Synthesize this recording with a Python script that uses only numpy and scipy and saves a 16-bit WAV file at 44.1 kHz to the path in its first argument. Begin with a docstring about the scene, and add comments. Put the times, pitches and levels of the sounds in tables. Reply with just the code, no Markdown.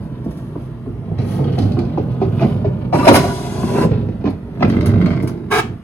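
"""A push mower, engine off, is rolled from rough ground up onto a deck of wooden boards in a fenced yard.
From the start the platform booms, boards drum, tyres crunch and dry litter rustles; wheels knock and grit snaps.
From 1.2 s loose hubs clack and washers jingle; from 2.9 to 3.9 s the steel housing drags over a board edge.
At 4.2 s tread slaps and chatter replace the crunch, and near 5.5 s the housing drags again, briefly.
Random impacts excite resonant modes and shaped spectra; the yard scatters them in stereo over faint outdoor air."""
import sys
import numpy as np
from scipy import signal
from scipy.fft import rfft, irfft
from scipy.io import wavfile
from scipy.ndimage import uniform_filter1d, map_coordinates

SR = 44100
rng = np.random.default_rng(int(sys.argv[2]) if len(sys.argv) > 2 else 0)


def unload_wav(signal):
    """Save mono or channel-first audio to the path in sys.argv[1] as 16-bit WAV at rate SR, clipped to [-1, 1]."""
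    wavfile.write(
        sys.argv[1],
        SR,
        np.round(np.clip(np.atleast_2d(signal).T, -1, 1) * 32767).astype(np.int16),
    )


N = 257103
TIME = np.arange(N) / SR
ON_BOARDS_S = 4.2  # tread slaps and chatter replace the crunch


def undb(db):
    """Logarithmic level: decibels become an amplitude ratio."""
    return 10 ** (np.asarray(db) / 20)


def unit(x):
    """Normalisation by mean power: the rms becomes 1."""
    return x / np.sqrt(np.mean(x ** 2) + 1e-18)


def attack(x, size=1323):
    """Normalisation by onset power: the rms over the first 30 ms becomes 1."""
    return x / np.sqrt(np.mean(x[:size] ** 2))


def steady(x, span_s):
    """Automatic levelling: the running rms over span_s is held near 1."""
    power = uniform_filter1d(x ** 2, int(span_s * SR))
    return x / np.sqrt(power + np.mean(x ** 2) / 20)


def fade(t, t60):
    """Exponential damping: the level falls 60 dB in t60 seconds."""
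    return np.exp(-np.log(1000) * t / t60)


def envelope(start, end, rise_s, release_t60):
    """Exponential growth up to start, a hold until end, then exponential damping."""
    rise = np.exp(np.minimum(TIME - start, 0) / rise_s)
    return rise * fade(np.maximum(TIME - end, 0), release_t60)


def walk(per_s):
    """Random modulation: smoothed random steps wander with rms 1."""
    step = int(SR / per_s)
    held = rng.standard_normal(N)[np.arange(N) // step]
    return unit(uniform_filter1d(held, step))


def add(track, s, sound):
    """Linear superposition: a sound is mixed in at time s."""
    start = max(int(s * SR), 0)
    part = sound[:N - start]
    track[start:start + len(part)] += part


def through(x, response):
    """Linear filtering: an excitation is convolved with an impulse response."""
    return signal.oaconvolve(x, response)[:len(x)]


def colour(points, size=4096):
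    """Minimum phase: a folded cepstrum gives a causal, unit-energy response of the given spectral shape."""
    hz, db = np.transpose(points)
    f = np.maximum(np.arange(size // 2 + 1) * SR / size, 1)
    level_db = np.interp(np.log(f), np.log(hz), db)
    cepstrum = irfft(np.log(undb(level_db)))
    cepstrum[1:size // 2] *= 2
    cepstrum[size // 2 + 1:] = 0
    return unit(irfft(np.exp(rfft(cepstrum)))) / np.sqrt(size)


def body(modes, points, ring_db, size=16384):
    """Modal superposition: a dead blow plus damped modes, neighbours in opposite senses."""
    t = TIME[:size]
    ring = np.zeros(size)
    for k, (hz, db, t60) in enumerate(modes):
        ring += (-1) ** k * undb(db) * np.sin(2 * np.pi * hz * t) * fade(t, t60)
    blow = colour(points)
    dead_blow = np.pad(blow, (0, size - len(blow)))
    return dead_blow + undb(ring_db) * unit(ring) / np.sqrt(size)


def note(hz, t60, rise_s, size=16384):
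    """A single damped mode: a sine swells over about rise_s and dies away."""
    t = TIME[:size]
    return attack(np.sin(2 * np.pi * hz * t) * fade(t, t60) * (1 - fade(t, rise_s)))


def contacts(per_s, scatter_db, size=N):
    """Random impulse excitation: small impacts of uneven strength and either sign."""
    chance, strength = rng.random(size), rng.standard_normal(size)
    struck = chance < per_s / SR
    return struck * undb(scatter_db * np.clip(strength, -2, 2)) * rng.choice([-1, 1], size)


def impact(t60, first_db, size=16384):
    """Repeated impact: an opening blow of set strength, then a dense burst of uneven contacts that dies away."""
    burst = unit(contacts(per_s=2600, scatter_db=5.0, size=size))
    force = burst * fade(TIME[:size], t60)
    force[0] = undb(first_db)
    return force


# Spectrum of the outdoor air. Each row: frequency in Hz, relative level in dB.
AIR_SPECTRUM = [(20, -29), (35, -3), (55, 13.5), (120, -2.5), (300, -29.5), (1000, -20.5), (3000, -36.5),
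                (7000, -51.5), (11000, -42.5), (13500, -55.5), (16000, -82)]


def outdoor_air():
    """Broadband noise: white noise takes on the spectrum of faint outdoor air."""
    return undb(-33.5) * through(rng.standard_normal(N), colour(AIR_SPECTRUM))


TREAD_PER_S = 47.5  # tread blocks meeting the boards


def tread(jitter, scatter_db):
    """Near-periodic excitation: tread blocks slap the boards one after another."""
    slaps, chance = np.zeros(N), rng.standard_normal((N // 500, 2))
    at = ON_BOARDS_S + np.cumsum(np.exp(jitter * chance[:, 0])) / TREAD_PER_S
    heard = at < TIME[-1]
    slaps[(at[heard] * SR).astype(int)] = undb(scatter_db * chance[heard, 1])
    return slaps


# How hard the rolling wheels shake the mower, from speed and ground together.
# Each row: time in seconds, effort in dB.
EFFORT = [(0, -7), (0.92, -10.5), (1.3, -1), (1.68, 2), (1.92, -2), (2.17, -2), (2.45, 1.5), (2.9, -3.5),
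          (3.17, 1.5), (3.4, -8.5), (3.92, 2), (4.2, -6.5), (4.5, -11.5), (4.68, 5), (5.07, 5), (5.42, -8),
          (5.72, -7), (5.83, -21)]
# Modes of the platform (lowest only), boards, steel housing, and wheel hubs with handle fittings.
# Each row: frequency in Hz, relative level in dB, t60 in seconds.
PLATFORM_MODES = [(102.46, -12.5, 0.83), (101.9, -17.5, 1)]
BOARD_MODES = [(59.5, -20, 0.46), (123.1, 2.5, 0.21), (131, 2, 0.38), (150.2, 5.5, 0.23), (168, -3, 0.023),
               (222.2, -6.5, 0.33), (232.7, 0.5, 0.25)]
HOUSING_MODES = [(270.3, 3.5, 0.32), (314, -2, 0.16), (369.4, 9, 0.081), (397.9, 7.5, 0.28),
                 (446, -17, 0.016), (519, -2, 0.26), (595, -15.5, 0.29), (649.6, 14, 0.039),
                 (659, 9.5, 0.072), (860, -32.5, 0.45), (879, -31.5, 0.067), (890, -19, 0.15),
                 (1150, -39.5, 0.19), (1130, -24, 0.067), (1340, -33.5, 0.036), (1540, -54.5, 0.051),
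                 (1670, -21.5, 0.087), (1900, -40, 0.12)]
FITTING_MODES = [(2100, 40, 0.036), (2000, 2, 0.062), (2480, 9, .1), (2600, 15, 0.06), (2720, 7, 0.1),
                 (2960, -13.5, .06), (3190, -2, 0.13), (3950, -14.5, 0.05), (4500, -11, 0.04)]
# Spectra of boom, drumming, hum, crunch and rattle. Each row: frequency in Hz, relative level in dB.
BOOM_SPECTRUM = [(40, -26), (75, 7.5), (100, 12.5), (120, 24), (250, -35.5)]
DRUM_SPECTRUM = [(20, -37), (40, -28.5), (60, -10.5), (100, -1.5), (140, 1), (240, -5), (330, -6.5),
                 (600, -39), (1500, -89)]
HUM_SPECTRUM = [(120, -38), (230, 8.5), (380, 2), (520, -3.5), (720, -9.5), (1000, -18), (1500, -27.5),
                (3000, -70)]
CRUNCH_SPECTRUM = [(400, -4), (1000, 21.5), (1500, 13.5), (2000, 10), (3200, 10.5), (4700, 1.5),
                   (6500, -20.5), (11000, -39), (13500, -31), (16000, -55.5)]
RATTLE_SPECTRUM = [(400, -27), (1000, 14), (1450, 13), (1800, 3.5), (2150, 4), (2800, 1), (3500, -1.5),
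                   (4900, -9.5), (6500, -28.5), (11000, -41), (13500, -51.5), (16000, -33.5)]
# level at effort 0 in dB, and growth in dB per dB of effort
BOOM_DB, BOOM_GROWTH = -25, 1
DRUM_DB, DRUM_GROWTH = -15.5, 1
HUM_DB, HUM_GROWTH = -23, 1
CRUNCH_DB, CRUNCH_GROWTH = -46.5, 1.62
CHATTER_DB, CHATTER_GROWTH = -47, 1.27
CRUNCH_PATCHY_DB = 2.5  # the ground is loose in patches
TREAD_DRUM_DB, TREAD_CHATTER_DB = 11.5, 4.5  # a slap against one random bump, in boards and in fittings


def rolling():
    """Roughness excitation: bumps under the wheels drive platform, boards, housing, ground and fittings."""
    effort = np.interp(TIME, *np.transpose(EFFORT))
    slaps = tread(jitter=.04, scatter_db=0.0)
    bumps = contacts(per_s=1500, scatter_db=-0.5)

    loads = contacts(per_s=500, scatter_db=7.5)
    platform = steady(through(loads, body(PLATFORM_MODES, BOOM_SPECTRUM, ring_db=12.5)), span_s=0.19)
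    drumming = bumps + undb(TREAD_DRUM_DB) * slaps
    boards = steady(through(drumming, body(BOARD_MODES, DRUM_SPECTRUM, ring_db=-1.5)), span_s=0.093)
    shaking = bumps + contacts(per_s=320, scatter_db=-0.5)
    housing = unit(through(shaking, body(HOUSING_MODES, HUM_SPECTRUM, ring_db=-7.0)))
    ground = unit(through(contacts(per_s=380, scatter_db=2.0), colour(CRUNCH_SPECTRUM)))
    rattling = contacts(per_s=82, scatter_db=-0.5) + undb(TREAD_CHATTER_DB) * slaps
    fittings = unit(through(rattling, body(FITTING_MODES, RATTLE_SPECTRUM, ring_db=-12.0)))

    boom = undb(BOOM_DB + BOOM_GROWTH * effort) * platform
    drum = undb(DRUM_DB + DRUM_GROWTH * effort) * boards
    hum = undb(HUM_DB + HUM_GROWTH * effort) * housing
    patches_db = CRUNCH_PATCHY_DB * walk(per_s=22)
    crunch = undb(CRUNCH_DB + CRUNCH_GROWTH * effort + patches_db) * ground
    chatter = undb(CHATTER_DB + CHATTER_GROWTH * effort) * fittings
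    return boom + drum + hum + np.where(TIME < ON_BOARDS_S, crunch, chatter)


# The platform gives under the mower's weight. Each row: start in seconds, relative peak level in dB.
BOOMS = [(0.0, -22.5), (0.882, -23), (1.162, -18), (1.599, -7.5), (2.26, -11.5), (2.498, -27), (3.883, -14),
         (4.677, -18), (4.85, -9)]
BOOM_RISE_S, BOOM_T60_S = 0.09, 0.74


def booms(size=32768):
    """Transient response: as weight shifts to a new spot, the platform's first listed mode swells and decays."""
    out, t = np.zeros(N), TIME[:size]
    mode = np.sin(2 * np.pi * PLATFORM_MODES[0][0] * t)
    ring = mode * (1 - fade(t, BOOM_RISE_S)) * fade(t, BOOM_T60_S)
    for s, db in BOOMS:
        add(out, s, undb(db) * ring / np.max(ring))
    return out


# Dry litter brushed aside. Each row: middle in seconds, Gaussian half length in seconds, relative level in dB.
RUSTLES = [(0.04, 0.028, -64.5), (0.393, 0.11, -63), (0.634, 0.036, -63.5), (0.9, 0.026, -75),
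           (1.327, 0.058, -49), (1.634, 0.1, -60), (2.454, 0.09, -58), (3.157, 0.017, -22)]
# Grit cracking under the tyres. Each row: start in seconds, relative level in dB.
GRIT = [(0.2434, -35), (0.3087, -29.5), (0.371, -30), (1.5857, -23.5), (3.044, -12.5), (3.1585, -9),
        (4.298, -31), (4.691, -27), (4.8578, -10), (5.225, -21.5), (5.274, -15)]
# Spectrum shared by grit and litter. Each row: frequency in Hz, relative level in dB.
GRIT_SPECTRUM = [(800, 20), (2500, 5), (5000, 2), (8000, -2.5), (10500, 8.5), (13000, -3), (16000, -8)]


def litter(size=8192):
    """Fracture noise: leaves crush as impulses in soft swells, and grit snaps as decaying noise."""
    swell = np.zeros(N)
    for s, width, db in RUSTLES:
        swell += undb(db) * np.exp(-.5 * ((TIME - s) / width) ** 2)
    leaves = undb(11.5) * swell * unit(contacts(per_s=6000, scatter_db=0.5))
    snaps = np.zeros(N)
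    for s, db in GRIT:
        snap = rng.standard_normal(size) * fade(TIME[:size], t60=0.13)
        add(snaps, s, undb(db - 12.0) * snap)
    return through(snaps + leaves, colour(GRIT_SPECTRUM))


def bend(x, lag_s, size=32768):
    """Dispersion of bending waves: the lower the pitch, the later it arrives (lag_s at 300 Hz)."""
    f = np.arange(size // 2 + 1) * SR / size
    phase = 4 * np.pi * lag_s * np.sqrt(300 * f)  # group delay is lag_s * sqrt(300 / f)
    return irfft(rfft(x, size) * np.exp(-1j * phase))[:len(x)]


# Wheels knocking over board edges. Each row: start in seconds, relative thud level in dB,
# ring of the struck spot in Hz and its level in dB, hollow note of the wheel in Hz and its level in dB,
# clank level in dB, crack level in dB, t60 of spot ring and contact burst in seconds.
KNOCKS = [(0.256, -15.5, 210, -21, 680, -42, -40, -58, 0.25),
          (0.552, -15.5, 333, -34, 690, -41, -34, -56, 0.29),
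          (0.856, -17, 238.4, -29, 694, -45, -40, -60, 0.35),
          (1.112, -19.5, 156, -17.5, 710, -40, -52, -68, 0.055),
          (1.181, -15.5, 126, -18, 706, -54, -31.5, -40, 0.46),
          (1.388, -11, 141.4, -15, 640, -30.5, -27, -43.5, 0.53),
          (1.576, -9, 200, -23, 750, -31, -25, -36, 0.25),
          (1.644, -18, 235, -19, 680, -54, -39, -49, 0.067),
          (1.766, -11, 343.2, -19.5, 680, -37, -27.5, -44, 0.34),
          (1.973, -5.5, 390, -17, 777, -23.5, -23.5, -40, 0.15),
          (2.213, -9, 383.5, -10.5, 735, -24, -23, -35.5, 0.25),
          (2.404, -18, 373, -22.5, 900, -47, -19.5, -32, 0.083),
          (2.419, -5, 135, -13, 662, -21, -20, -30.5, 0.16),
          (2.438, -8, 213.2, -11.5, 620, -39, -25, -39, 0.19),
          (2.643, -9.5, 403, -18.5, 639, -25, -33, -41.5, 0.17),
          (2.925, -21, 303, -25, 710, -16, -17, -27, 0.18),
          (2.94, -7.5, 156, -13, 830, -20.5, -18.5, -33, 0.11),
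          (2.985, -12.5, 275, -19, 980, -29, -34, -33, 0.064),
          (3.027, -19, 298, -19, 1190, -25.5, -28, -34, 0.057),
          (3.05, -18, 425, -25, 605, -20.5, -28, -27, 0.061),
          (3.067, -15, 437, -14, 669, -7, -12.5, -23, .14),
          (3.076, 1, 292, -12, 803, -15, -6.5, -13.5, 0.066),
          (3.084, 2, 287.4, -1, 950, -17, -7, -16, 0.11), (3.113, -3, 255, -13, 454, -10, -8.5, -23, 0.089),
          (3.139, -7, 188.6, -17, 900, -23, -12, -17.5, 0.19),
          (3.166, -13, 290, -16, 1104, -21, -17.5, -22.5, 0.1),
          (3.189, -14, 149, -14.5, 696, -34, -28, -36, 0.12),
          (3.238, -10.5, 248, -22, 700, -27, -20.5, -34, 0.3),
          (3.548, -15, 251, -23, 517, -51, -30, -52, .15),
          (3.63, -12.5, 234, -17, 1070, -31.5, -26.5, -45, 0.1),
          (3.747, -10, 250, -16.5, 594, -35, -30, -47, 0.13),
          (3.833, -5, 165, -12, 1000, -37, -21.5, -42, 0.13),
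          (3.907, -9.5, 123.4, -8, 680, -45, -32, -43, 0.078),
          (3.975, -21.5, 221.6, -19.5, 690, -50, -40, -63, 0.26),
          (4.085, -18, 233, -23, 690, -52, -38, -49, 0.1),
          (4.208, -28, 201, -29, 566, -42, -45, -51.5, 0.1),
          (4.238, -8.5, 195, -16.5, 730, -37, -30, -41.5, 0.24),
          (4.252, -14, 287, -18, 1050, -32, -35, -36, 0.18),
          (4.269, -9.5, 270.6, -14, 790, -30, -24, -36, 0.15),
          (4.477, -24, 230, -36, 573, -42, -42, -57, 0.22),
          (4.604, -11.5, 238, -19.5, 687, -29, -23.5, -35.5, 0.25),
          (4.6227, -8, 308, -29, 744, -20, -16.5, -28, 0.051),
          (4.636, -8, 200, -10, 525, -30, -21.5, -42, 0.14),
          (4.73, -19, 324, -23, 712, -34, -32, -39, 0.36),
          (4.995, -27, 178.8, -10, 715, -42, -39, -50, 0.49),
          (5.058, -17, 240.8, -23, 684, -45, -26, -35, 0.33),
          (5.23, -13, 128.4, -16.5, 690, -49, -33, -58, 0.17)]
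# Spectra of thud, clank and crack. Each row: frequency in Hz, relative level in dB.
THUD_SPECTRUM = [(50, -26), (90, 10.5), (140, -4.5), (260, 6.5), (400, 5.5), (600, -7), (1500, -69.5)]
CLANK_SPECTRUM = [(150, -10), (380, 6), (700, 8), (1000, -1.5), (1500, -9.5), (3000, -23), (8000, -83.5)]
CRACK_SPECTRUM = [(500, -11), (1400, 16.5), (2400, 11), (3500, 1), (5000, -3.5), (8000, -23.5),
                  (16000, -43.5)]
WHEEL_T60_S, SPOT_RISE_S = 0.065, 0.021
BEND_LAG_S = 0.004035


def knocks():
    """Impact excitation: a wheel dropping over an edge sets wood, hollow wheel and housing sounding."""
    out = np.zeros(N)
    wood, edge = colour(THUD_SPECTRUM), colour(CRACK_SPECTRUM)
    steel = body(HOUSING_MODES, CLANK_SPECTRUM, ring_db=-11.0)
    for s, thud_db, spot_hz, spot_db, wheel_hz, wheel_db, clank_db, crack_db, t60 in KNOCKS:
        force = impact(t60, first_db=8.5)
        thud = undb(thud_db - 6.5) * attack(through(force, wood))
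        spot = undb(spot_db) * note(spot_hz, t60, SPOT_RISE_S)
        wheel = undb(wheel_db) * note(wheel_hz, WHEEL_T60_S, rise_s=0.0027)
        clank = undb(clank_db) * attack(through(force, steel))
        crack = undb(crack_db) * attack(through(force, edge))
        add(out, s, bend(thud + spot + wheel + clank + crack, BEND_LAG_S))
    return out


# Loose wheels clacking on their axles. Each row: start in seconds, relative clack level in dB,
# note of the hub in Hz, relative level of the bright jingle in dB.
CLACKS = [(1.187, -45, 2070, -45), (1.2182, -36, 2300, -46), (1.338, -41, 2450, -48),
          (1.4418, -25.5, 3250, -46), (1.528, -33, 2500, -47.5), (1.588, -31, 2600, -32.5),
          (1.6225, -34, 2620, -37.5), (1.6594, -38, 3020, -46), (1.72, -31, 2540, -41),
          (1.79, -24, 2370, -36.5), (1.851, -36, 2520, -49.5), (1.899, -33, 2300, -56),
          (2.395, -21.5, 2485, -52), (4.6237, -19, 1930, -61), (4.6287, -5.5, 2015, -53),
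          (4.638, -22, 2070, -56), (4.6484, -13, 2440, -47), (4.6999, -18, 1920, -33.5),
          (4.7676, -23, 2080, -43), (4.81, -18.5, 2190, -35), (4.9028, -27, 2060, -44),
          (4.9384, -31, 2070, -50), (5.0138, -17, 2140, -40), (5.025, -21, 2160, -51),
          (5.0597, -15.5, 2190, -35.5), (5.067, -26, 2150, -51), (5.081, -23, 2210, -55),
          (5.1056, -17.5, 2180, -43.5), (5.1168, -20, 2240, -43.5), (5.134, -21, 2150, -46),
          (5.163, -29, 2230, -46), (5.1756, -21.5, 2200, -56), (5.202, -20, 2150, -46),
          (5.275, -21.5, 2250, -51), (5.372, -43, 2200, -57)]
# Spectrum of the jingling washer. Each row: frequency in Hz, relative level in dB.
JINGLE_SPECTRUM = [(1500, -43), (3200, 0.5), (4600, 4.5), (5600, -6.5), (6800, -12), (11000, -14),
                   (16000, -57)]
HUB_T60_S, HUB_NOTE_DB = 0.026, -4.5
JINGLE_T60_S, JINGLE_ON_BOARDS_T60_S = .22, 0.16  # rough ground keeps a washer shaking for longer


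def clacks():
    """Impact at the end of play: a hub clacks and its washer jingles, its modes shifted anew each time."""
    out = np.zeros(N)
    for s, clack_db, hub_hz, jingle_db in CLACKS:
        modes = [(hz * (1 + 0.043 * rng.standard_normal()), db, t60) for hz, db, t60 in FITTING_MODES]
        blow = impact(t60=.03, first_db=30)
        hub_note = undb(HUB_NOTE_DB) * note(hub_hz, HUB_T60_S, rise_s=.002)
        hub = attack(through(blow, colour(RATTLE_SPECTRUM))) + hub_note
        steel = body(modes[5:], JINGLE_SPECTRUM, ring_db=-14)  # only the higher modes
        shaking_t60 = JINGLE_T60_S if s < ON_BOARDS_S else JINGLE_ON_BOARDS_T60_S
        washer = through(impact(shaking_t60, first_db=29), steel)
        add(out, s, undb(clack_db - 18.5) * attack(hub) + undb(jingle_db - 6.5) * attack(washer))
    return out


def stick_slip(per_s, jitter, scatter_db):
    """Stick-slip friction: an edge catches and lets go in uneven steps of uneven strength."""
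    jerks, chance = np.zeros(N), rng.standard_normal((N // 50, 2))
    at = np.cumsum(np.exp(jitter * chance[:, 0])) / per_s
    heard = at < TIME[-1]
    jerks[(at[heard] * SR).astype(int)] = undb(scatter_db * chance[heard, 1])
    return jerks


def flex(x, share, per_s):
    """Frequency modulation by a varying delay: all resonances wander together by a small share."""
    lead = np.cumsum(share * walk(per_s))
    return map_coordinates(x, [np.arange(N) + lead], mode="mirror")


# Housing dragging on wood. Each row: start and end in seconds, relative groan, rasp and hiss levels in dB.
DRAGS = [(2.936, 3.851, -22.5, -34, -40.5), (5.516, 5.6, -25, -12.5, -29.5)]
# The dragging edge digs in. Each row: hardest moment in seconds, rise in seconds, release t60 in seconds,
# relative groan, rasp and hiss levels in dB.
BITES = [(2.955, 0.0058, 0.94, -24.5, -20.5, -49), (3.088, 0.0095, 0.054, -12, -6, -16),
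         (3.164, 0.021, 0.7, -24, -23.5, -33.5), (3.81, 0.06, 0.23, -13.5, -23.5, -42)]
# Modes of the housing's front lip and rear skirt, which drag one after the other.
# Each row: frequency in Hz, relative level in dB, t60 in seconds.
LIP_MODES = [(700, 3, 0.027), (846, -13.5, .2), (975, -1, 0.23), (1020, -3, 0.23), (1330, -28, .12),
             (1461, -8, 0.16), (2000, -16, 0.046), (2723, -6.5, 0.058), (2890, -29, .06)]
SKIRT_MODES = [(426, 8, 0.056), (726, 3.5, 0.04), (872, -21, 0.025), (1094, 1, 0.073), (1240, 1, 0.021),
               (1620, 3, 0.044), (1706, -10.5, 0.057), (2050, -6, 0.046), (2280, -6.5, 0.073),
               (2480, -5, .045), (2640, -19, 0.081), (3270, -10.5, 0.03), (3800, -20, 0.027)]
# Spectra of groan, lip rasp, skirt rasp and hiss. Each row: frequency in Hz, relative level in dB.
GROAN_SPECTRUM = [(50, -35), (100, -5.5), (170, 2.5), (290, 9.5), (400, 2.5), (480, -7), (600, 1),
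                  (780, -0.5), (1100, -11), (3000, -35), (8000, -73.5)]
RASP_SPECTRUM = [(250, -4.5), (550, 7), (950, 10.5), (1250, 2.5), (1700, -1.5), (2500, -10.5),
                 (4200, -19.5), (9000, -31)]
SKIRT_SPECTRUM = [(250, -9.5), (600, 2.5), (1150, 9), (1700, -1), (2500, -7), (3200, -2.5), (4700, -21),
                  (9000, -25.5)]
HISS_SPECTRUM = [(1200, 8.5), (3500, 13), (5000, 11.5), (7000, 8.5), (10500, 11.5), (12500, 3.5),
                 (16000, -31)]
DRAG_ATTACK_S, DRAG_RELEASE_T60_S = 0.0044, 0.051
EASE_DB_PER_S = 12.5  # pressure is greatest at both ends of a drag and eases between them
SLIPS_PER_S = 520  # stick-slip rate of the rear skirt
CATCH_DB = 4.5  # the front lip catches unevenly on the grain
FLEX_SHARE, LIP_FLEX_SHARE, FLEX_PER_S = .02, 0.013, 14  # the housing flexes, shifting its resonances


def dragging():
    """Friction excitation: steel slips on a board edge, so the housing groans and wood fibres rasp and hiss."""
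    groan, rasp, hiss = np.zeros((3, N))
    for start, end, groan_db, rasp_db, hiss_db in DRAGS:
        touching = envelope(start, end, DRAG_ATTACK_S, DRAG_RELEASE_T60_S)
        inside_s = np.maximum(np.minimum(TIME - start, end - TIME), 0)
        groan += touching * undb(groan_db - EASE_DB_PER_S * inside_s)
        rasp += touching * undb(rasp_db - EASE_DB_PER_S * inside_s)
        hiss += touching * undb(hiss_db)
    for s, rise_s, t60, groan_db, rasp_db, hiss_db in BITES:
        digging = envelope(s, s, rise_s, t60)
        groan += digging * undb(groan_db)
        rasp += digging * undb(rasp_db)
        hiss += digging * undb(hiss_db)

    slips = contacts(per_s=1100, scatter_db=-2.5)
    housing = through(slips, body(HOUSING_MODES, GROAN_SPECTRUM, ring_db=-2.5))
    housing = steady(flex(housing, FLEX_SHARE, FLEX_PER_S), span_s=0.036)
    catches = slips * undb(CATCH_DB * walk(per_s=64))
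    lip = through(catches, body(LIP_MODES, RASP_SPECTRUM, ring_db=2.0))
    lip = steady(flex(lip, LIP_FLEX_SHARE, FLEX_PER_S), span_s=.07)
    jerks = stick_slip(SLIPS_PER_S, jitter=0.5, scatter_db=2.5)
    skirt = through(jerks, body(SKIRT_MODES, SKIRT_SPECTRUM, ring_db=2.5))
    skirt = steady(flex(skirt, FLEX_SHARE, FLEX_PER_S), span_s=.02)
    fibres = unit(through(contacts(per_s=9100, scatter_db=4.5), colour(HISS_SPECTRUM)))
    edge = np.where(TIME < ON_BOARDS_S, lip, skirt)
    return groan * housing + rasp * edge + hiss * fibres


# Phase by which the left microphone port leads the right. Each row: frequency in Hz, phase in radians.
PORT_PHASE = [(0, 0), (750, 0.81), (1800, 0), (3300, 2.5), (5500, 3), (6700, -0.5), (8500, -8.5),
              (11100, -5), (16500, -17.5)]
# Spectrum of the sound that the yard scatters. Each row: frequency in Hz, relative level in dB.
SCATTER_SPECTRUM = [(60, -35), (200, -15.5), (450, -6.5), (900, -3), (2000, 1), (6000, 2.5), (11000, -10.5),
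                    (16000, 0)]


def ports(x):
    """Interchannel phase: two ports hear the direct sound out of step, the right one with more bass."""
    f = np.arange(N // 2 + 1) * SR / N
    bass = undb(1.62 / (1 + (f / 280) ** 4))
    lag = np.exp(-1j * np.interp(f, *np.transpose(PORT_PHASE)))
    return undb(-3.0) * irfft(rfft(x) * np.array([1 / bass, bass * lag]), N)


def yard(x, size=16384, count=20):
    """Diffuse reflection: boards and fence scatter sound differently at each port and spot along the way."""
    t = TIME[:size]
    out = ports(x)
    boards = unit(fade(t, t60=0.037) * (1 - fade(t, t60=0.007)))
    fence = unit(fade(t, t60=0.27) * (1 - fade(t, t60=0.043)))
    echoes = np.hypot(undb(-3.0) * boards, undb(-10.0) * fence) / np.sqrt(size)
    scattered = through(x, colour(SCATTER_SPECTRUM))
    step_s = N / SR / count
    for spot_s in np.arange(count + 1) * step_s:
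        near = np.flatnonzero(np.abs(TIME - spot_s) < step_s)
        # overlapping cosine windows crossfade from spot to spot
        part = scattered[near] * np.cos(np.pi / 2 * (TIME[near] - spot_s) / step_s)
        for port in out:
            add(port, TIME[near[0]], signal.fftconvolve(part, echoes * rng.standard_normal(size)))
    return out


def scene():
    """Superposition of sources: the mower and the faint outdoor air each sound through the yard."""
    mower = rolling() + booms() + litter() + knocks() + clacks() + dragging()
    return yard(mower) + yard(outdoor_air())


def record(dry):
    """Band limiting and overload: the deepest bass is shed, peaks clip at full scale, and the top is cut."""
    lean = signal.sosfilt(signal.butter(2, 42, "high", fs=SR, output="sos"), dry)
    clipped = np.clip(lean, -1, 1)
    return signal.sosfilt(signal.ellip(8, .2, 70, 16300, fs=SR, output="sos"), clipped)


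dry = scene()
out = record(dry)
unload_wav(out)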